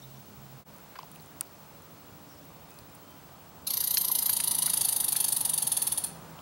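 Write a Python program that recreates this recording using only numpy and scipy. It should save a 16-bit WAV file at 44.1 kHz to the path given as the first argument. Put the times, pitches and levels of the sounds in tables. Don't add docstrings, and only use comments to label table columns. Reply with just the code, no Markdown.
import sys
import numpy as np
from scipy import signal
from scipy.fft import rfft, irfft
from scipy.io import wavfile
from scipy.ndimage import uniform_filter1d

SR = 44100
rng = np.random.default_rng(int(sys.argv[2]) if len(sys.argv) > 2 else 0)


def ratio_of_db(decibels):
    return 10 ** (np.asarray(decibels, float) / 20)


def int16_out(signal):
    q = np.round(np.clip(np.atleast_2d(signal).T, -1, 1) * 32767)
    wavfile.write(sys.argv[1], SR, q.astype(np.int16))


N = 282681
TIME = np.arange(N) / SR


def evened(x):
    return x / np.sqrt(np.mean(abs(x) ** 2) + 1e-20)


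def at_time(points, s):
    return np.interp(s, *np.transpose(points))


def at_pitch(points, hz):
    f, value = np.transpose(points)
    return np.interp(np.log(hz + 1), np.log(f + 1), value)


def played(source, rows):
    mix = np.zeros(N)
    for row in rows:
        s, sound = source(*row)
        part = mix[round(s * SR):][:len(sound)]
        part += sound[:len(part)]
    return mix


def cavity(modes, hz):
    power = 1e-8
    for f, width, db in modes:
        detune = (hz ** 2 - f ** 2) / (hz + 1) / width / 0.95
        power = power + ratio_of_db(2 * db) / (1 + detune ** 2) ** 2
    return np.sqrt(power)


def causal_phase(magnitude):
    circle = np.log(np.r_[magnitude, magnitude[-2:0:-1]])
    return np.exp(-1j * signal.hilbert(circle).imag[:len(magnitude)])


def whistle(hz, fuzz_hz):
    wander = fuzz_hz * evened(uniform_filter1d(rng.standard_normal(len(hz)), 60))
    return np.sqrt(2) * np.sin(2 * np.pi * (np.cumsum(hz + wander) / SR + rng.random()))


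# (time [s], syllable number)
PACE = [(3.6692, 0), (3.7355, 2), (3.9406, 8), (4.1147, 13), (4.3647, 20), (4.5838, 26), (4.8093, 32),
        (4.9618, 36), (5.322, 45), (5.5776, 51), (5.622, 52), (5.7181, 54), (5.92, 58), (5.9758, 59),
        (6.0386, 60)]
# (time [s], mouth level [dB], pulse rate [Hz], upper mouth re mouth [dB], throat re mouth [dB])
EFFORT = [(3.671, -37, 1304, 5, 2), (3.71, -35, 1000, 6.5, -1), (3.88, -32.5, 963, 5, -5),
          (4.29, -30.5, 955, 5.5, -7), (4.39, -27.5, 958, -5, -10), (4.72, -25, 948.6, -5.5, -11),
          (4.96, -25.5, 897.7, -3.5, -12.5), (5.93, -24, 901, -10.5, -15.5), (6.04, -27.5, 866, -10, -17)]
# (length [ms], mouth [dB], pulse rate [Hz], upper mouth [dB], throat [dB])
SPREAD = (.8, .6, 30, 1.2, 1.0)


def rattle():
    pace_s, number = np.transpose(PACE)
    s = np.interp(np.arange(number[-1] + 1), number, pace_s)
    effort = np.transpose(EFFORT)
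    ms = np.where(s == s[0], 14, 12.2)
    voice = np.array([ms] + [np.interp(s, effort[0], column) for column in effort[1:]]).T
    chance = np.clip(rng.standard_normal(voice.shape), -2, 2)
    return np.c_[s, voice + SPREAD * chance]


SLOWING = .19
SHIMMER_DB, WOBBLE = 1.1, .018


def voice_pulses(hz, lead, ms, pulses_hz, chance):
    slowing = SLOWING * (np.arange(24) * 1000 / pulses_hz / ms - .5)
    periods = (1 + slowing + .014 * chance[0]) / pulses_hz
    at = np.cumsum(periods) - 0.377 / pulses_hz
    swell = np.interp(at * 1000 / ms, [0, .15, .5, .85, 1, 1.1], [.7, .9, 1, .8, .55, 0])
    swell = swell * ratio_of_db(SHIMMER_DB * chance[1])
    pulses = (swell * np.exp(-2j * np.pi * hz[:, None] * (at + lead))).sum(1)
    puff = 1 / (1 + 2j * np.pi * hz * .0012)
    breath = irfft(pulses * puff)
    puffs = rfft(breath * rng.standard_normal(len(breath)))
    rasp = .3 * (hz < 7800)
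    drive = evened(pulses) + (ratio_of_db(-10) + rasp) * evened(puffs)
    return drive * (1 + .05 * np.exp(-2j * np.pi * hz * 0.0005024))


# (frequency [Hz], width [Hz], level [dB])
VOICE_BOX = [(2180, 1950, -11.5), (3210, 570, 1)]
THROAT = [(3440, 6000, -15), (4500, 1220, 0.5), (6355, 600, -5)]
MOUTH = [(9806, 1430, 8.5), (10420, 390, 2)]
UPPER_MOUTH = [(11340, 370, 7.5), (12710, 1010, 7), (12400, 830, -9)]
TEETH = [(15200, 1200, 0)]
# (time [s], level re mouth [dB])
SQUEAK = [(3.6, -4), (4.3, -12), (4.5, -12), (5.3, -12.5), (6.1, -12.5)]


def syllable(s, ms, mouth_db, pulses_hz, upper_db, throat_db):
    lead, size = .005, 2048
    t, hz = np.arange(size) / SR - lead, np.fft.rfftfreq(size, 1 / SR)
    chance = rng.standard_normal((3, 24))
    u = t / (ms / 1000)
    drive = voice_pulses(hz, lead, ms, pulses_hz, chance)

    def gape(middle, spread):
        return np.exp(-((u - middle) / spread) ** 2)

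    late = np.clip(u / .22, 0, 1)
    shapes = [gape(.45, .7), gape(.42, .45), gape(.38, .33)]
    parts = [(MOUTH, 0, 1), (UPPER_MOUTH, upper_db, late)]
    parts += [(TEETH, .5 * upper_db - 17, late), (VOICE_BOX, -23., shapes[0])]
    parts += [([mode], throat_db + mode[2] - .3, shape) for mode, shape in zip(THROAT, shapes)]
    colours = []
    for (modes, db, _), shift in zip(parts, chance[2]):
        colours.append(ratio_of_db(db) * evened(cavity(modes, hz * (1 + WOBBLE * shift))))
    drive = drive * causal_phase(np.linalg.norm(colours, axis=0))
    level = np.sqrt(ms / 1000 * SR / size) / irfft(drive * colours[0]).std()
    sound = level * sum(shape * irfft(drive * colour) for colour, (_, _, shape) in zip(colours, parts))

    glide = np.clip(3500 * (1 + 3 * WOBBLE * chance[2, 8]) - 450000.0 * t, 2900, 4800)
    squeak = np.exp(-((t + .0004) / .0014) ** 2) * whistle(glide, fuzz_hz=200)
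    lips_hz = 9200 * (1 + WOBBLE * chance[2, 9]) + 0 * t
    lips = np.exp(-((t - .0009) / .0012) ** 2) * whistle(lips_hz, fuzz_hz=200)
    chest_hz = pulses_hz * (1 - SLOWING * (np.clip(u, 0, 1) - .5))
    chest = gape(0.62, 0.42) * whistle(chest_hz, fuzz_hz=57.5)
    sound += ratio_of_db(at_time(SQUEAK, s) + SHIMMER_DB * chance[2, 10]) * squeak
    sound += ratio_of_db(-4.1) * lips + ratio_of_db(-15 + 0.33 * throat_db) * chest
    return s - lead - .0005, ratio_of_db(mouth_db) * sound


# (frequency [Hz], fade time [s])
ECHO_FADE = [(500, 0.098), (2000, 0.43), (4500, 0.44), (10000, 0.28), (15000, 0.11)]
# (frequency [Hz], level [dB])
SCATTER = [(900, 3), (2300, 3), (4500, -1.5), (7000, .3), (9800, -2), (11800, 2.5), (13500, 4), (15000, 6)]


def trees(x):
    out = np.zeros((2, N))
    for k in range(3):
        taps = rng.standard_normal((2, SR // 2)) * (rng.random((2, SR // 2)) < .05)
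        taps[:, :150] = 0
        taps[1] = .83 * taps[0] + .56 * taps[1]
        hz, t, z = signal.stft(taps, SR, nperseg=128)
        fade_db = at_pitch(SCATTER, hz)[:, None] - 60 * t / at_pitch(ECHO_FADE, hz)[:, None]
        tail = signal.istft(z * ratio_of_db(fade_db), SR, nperseg=128)[1]
        tail = tail / np.linalg.norm(tail[0])
        turn = np.sqrt(2 / 3) * np.cos(np.pi * (2.3 * TIME + k / 3))
        out += signal.fftconvolve((x * turn)[None], tail, axes=1)[:, :N]
    return out


def tick(s, db, ring_hz, width_hz, ms):
    t = np.arange(1024) / SR
    crackle = rng.standard_normal(1024) * np.exp(-(t * 1000 / ms) ** 2)
    body = cavity([(ring_hz, width_hz, 0)], np.fft.rfftfreq(1024, 1 / SR))
    sound = irfft(rfft(crackle) * body * causal_phase(body))
    return s, ratio_of_db(db) * sound / abs(sound).max()


# (time [s], peak level [dB])
TICKS = [(.766, -44), (.784, -44), (.991, -42), (1.042, -50), (1.116, -35), (1.152, -42), (1.16, -36.5),
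         (1.172, -50), (1.207, -47), (1.224, -40), (1.261, -41), (1.4094, -15), (1.4104, -15), (1.821, -44),
         (2.454, -43), (2.7065, -39), (2.742, -44), (2.788, -36), (2.899, -48), (2.950, -39), (2.954, -40),
         (3.107, -42), (6.328, -47)]
# (time [s], peak level [dB], ring [Hz], crackle length [ms])
KNOCKS = [(0.955, -39.5, 1410, 13), (.988, -44, 2500, 5.6), (.995, -48, 2500, 18), (1.029, -46, 2200, 1.9),
          (1.41, -25.5, 3700, 0.91), (1.412, -38.5, 1100, 5.6), (2.788, -40, 4500, 2.9),
          (3.9723, -22.5, 2210, 1.25), (4.224, -35, 1410, 2.2), (4.294, -29.5, 1700, 2.5),
          (4.401, -27, 2190, 5.4), (4.6773, -29.5, 1500, 5.4), (5.0357, -35.5, 1500, 1.5),
          (5.155, -27, 1700, 2.7)]
# (time [s], peak level [dB], ring [Hz], crackle length [ms])
PINGS = [(.959, -52, 4800, 7.6), (.965, -52, 4500, 1.1), (.987, -38.5, 5030, 5.2),
         (0.989, -30.5, 1050, 2.8), (1.031, -42.5, 5130, 1.4), (1.032, -37.5, 960, .6),
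         (1.160, -42, 2640, 0.79), (1.199, -46.5, 4500, 3.3), (1.41, -26, 14100, 0.55),
         (1.4104, -22, 9650, 1.1), (1.470, -51, 5000, 1.1), (2.716, -48, 4500, 0.6),
         (3.670, -46, 1310, 7.2), (3.824, -43, 1600, 7.8), (3.9709, -13, 4750, 3.8), (4.04, -37, 955, 10),
         (4.096, -34, 970, 14), (4.294, -37.5, 990, 2.5), (4.738, -33.5, 1050, 1.4),
         (6.380, -48, 3800, 1.5), (6.39, -40, 3300, 0.91)]


def handling():
    rows = [(s, db, 9800, 5300, .5) for s, db in TICKS]
    rows += [(s, db, hz, 0.9 * hz, ms) for s, db, hz, ms in KNOCKS]
    rows += [(s, db, hz, 0.3 * hz, ms) for s, db, hz, ms in PINGS]
    return played(tick, rows)


# (time [s], length [s], level [dB], start [Hz], end [Hz], fuzz [Hz])
BIRDS = [
    (.017, 0.038, -59, 3600, 3800, 150),
    (.018, 0.012, -58.5, 5370, 5650, 200),
    (.16, .017, -67, 5700, 5700, 100),
    (2.28, 0.08, -63, 5600, 5380, 300),
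    (2.361, 0.05, -67, 5470, 5160, 300),
    (2.661, 0.18, -69.5, 2580, 2500, 39.75),
    (2.97, .28, -71, 3060, 3190, 40),
]


def bird(s, length, db, start_hz, end_hz, fuzz_hz):
    hz = np.linspace(start_hz, end_hz, round(length * SR))
    return s, ratio_of_db(db) * whistle(hz, fuzz_hz) * signal.windows.tukey(len(hz), .6)


# (time [s], length [s], level [dB], strongest tone [Hz])
EARLY_HUM = [
    (0, 0.245, -55, 134),
    (0.338, 0.27, -53.5, 134.5),
    (.05, 0.71, -62, 203.5),
]
LATE_HUM = [(.95, 0.4, -60, 153), (1.501, 0.52, -63.5, 156), (2.1, 0.85, -61, 163),
            (3.369, 0.9, -62.5, 161), (4.329, 0.58, -54.5, 163.5), (4.98, 0.81, -57.5, 160),
            (5.38, 0.34, -57, 167), (6.0, .45, -53, 163.6), (1.281, 0.21, -61.5, 291),
            (1.948, 0.59, -64.5, 291), (2.7, 0.64, -66.5, 290)]


def engine(s, length, db, hz):
    hz = np.full(round(length * SR), float(hz))
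    return s, ratio_of_db(db) * whistle(hz, fuzz_hz=5.8) * signal.windows.tukey(len(hz), .4)


# (frequency [Hz], level per Hz [dB])
AIR = [(25, -30), (50, -40), (70, -9), (107, -1), (220, -4.5), (340, -8.5), (600, -8), (900, -8),
       (1300, -12), (1800, -18.5), (3500, -21.5), (7300, -25), (11000, -27.5), (15800, -29)]
# (time [s], level [dB])
TRAFFIC = [(0, -5.5), (.6, -1), (1.5, -0.8), (3.6, 0.15), (4.45, 5.5), (5.5, 5.6), (6.41, 6.5)]
# (frequency [Hz], likeness [0 to 1])
SAME = [(30, 0.39), (60, 0.61), (150, 0.93), (380, 0.86), (950, 0.99), (2380, 0.87), (4400, 0.86),
        (8100, 0.69), (11500, 1), (15000, 0.85)]
# (frequency [Hz], left minus right [dB])
LEAN = [(30, 21), (70, -7.5), (150, -1), (300, -1), (15000, 0)]


def air():
    frames, hz = N // 256 + 5, np.fft.rfftfreq(1024, 1 / SR)[:, None]
    a, b, c, d, patches = rng.standard_normal((frames, 513, 5)).T
    patches = evened(uniform_filter1d(uniform_filter1d(patches, 12, 0), 14, 1))
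    t = np.arange(frames) * 256 / SR - 512 / SR
    traffic = at_time(TRAFFIC, t)
    first_view = 1.5 * (t < 0.75)
    rumble = (0.79 * traffic + 1.4 + first_view) / (1 + (hz / 350) ** 4)
    roar = traffic * np.exp(-np.log((hz + 1) / 1000) ** 2 / 0.99)
    rustle = (0.6 * np.maximum(traffic, 0) + 0.49) / (1 + (3000 / (hz + 1)) ** 4)
    same = np.clip(at_pitch(SAME, hz), -1, 1)
    left = a + 1j * b
    right = same * left + np.sqrt(1 - same ** 2) * (c + 1j * d)
    lean = np.array([.5, -.5])[:, None, None] * at_pitch(LEAN, hz)
    z = np.array([left, right]) * ratio_of_db(at_pitch(AIR, hz) + 0.68 * patches + lean)
    still = signal.istft(z, nperseg=1024, noverlap=768)[1]
    moving = signal.istft(z * ratio_of_db(rumble + roar + rustle), nperseg=1024, noverlap=768)[1]
    return ratio_of_db(-52.72) * moving[:, :N] / still.std()


# (frequency [Hz], level [dB])
CIRCUIT = [
    (7854, -86),
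    (13119, -82),
    (13248, -82),
]


def whine():
    line_hz, beat_hz, field_hz = 15734.2, 12.785, 59.94
    turn = 2 * np.pi * line_hz * TIME
    line = np.sin(turn) + .55 * np.sin(turn + 2 * np.pi * beat_hz * TIME + 2.53)
    field = uniform_filter1d(1. * ((TIME * field_hz) % 1 > .05), 20)
    faint = sum(ratio_of_db(db) * np.sin(2 * np.pi * hz * TIME) for hz, db in CIRCUIT)
    return np.sqrt(2) * (ratio_of_db(-58.5) * line * field + faint)


def scene():
    squirrel = played(syllable, rattle())
    near = squirrel * ratio_of_db([[-.1], [.1]]) + ratio_of_db(-5.5) * trees(squirrel)
    near = near + handling() * ratio_of_db([[1.1], [-1.1]])
    engines = played(engine, EARLY_HUM) * ratio_of_db([[-4.5], [3.]])
    engines = engines + played(engine, LATE_HUM) * ratio_of_db([[-.8], [.8]])
    return near + played(bird, BIRDS) + engines + air() + whine()


# (frequency [Hz], side minus middle [dB])
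STEREO_NEEDS = [(100, -40), (1200, -24), (2000, -9), (4700, -8), (6000, -19), (7500, -10), (9500, -24),
                (11000, -18), (12800, -10), (15000, -7)]


def narrowed(x, size=2048, count=16):
    hz, _, z = signal.stft(np.array([x[0] + x[1], x[0] - x[1]]) / 2, SR, nperseg=size)
    band = np.arange(len(hz)) // count * count
    power = uniform_filter1d(abs(z) ** 2, count, 1)[:, band] + 1e-20
    z[1] *= np.sqrt(power[1] / power[0]) > ratio_of_db(at_pitch(STEREO_NEEDS, hz))[:, None]
    mid, side = signal.istft(z, SR, nperseg=size)[1][:, :N]
    return np.array([mid + side, mid - side])


def roll_off(x):
    return signal.sosfilt(signal.butter(12, 17200, fs=SR, output="sos"), x)


# (time [s], level [dB])
SCENE_CHANGE = [
    (0, 2.5),
    (.6, 0.5),
    (.63, -5.5),
    (.646, -28),
    (.662, -5),
    (.69, 1),
    (6.41, -1),
]


def record(dry):
    dry = signal.lfilter(*signal.butter(2, 38, "high", fs=SR), dry)
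    dipped = dry * ratio_of_db(at_time(SCENE_CHANGE, TIME))
    edge = signal.firwin(1501, 15815, window=("kaiser", 8), fs=SR)
    mix = signal.oaconvolve(narrowed(dipped), edge[None], "same")
    return roll_off(mix)


dry = scene()
out = record(dry)
int16_out(out)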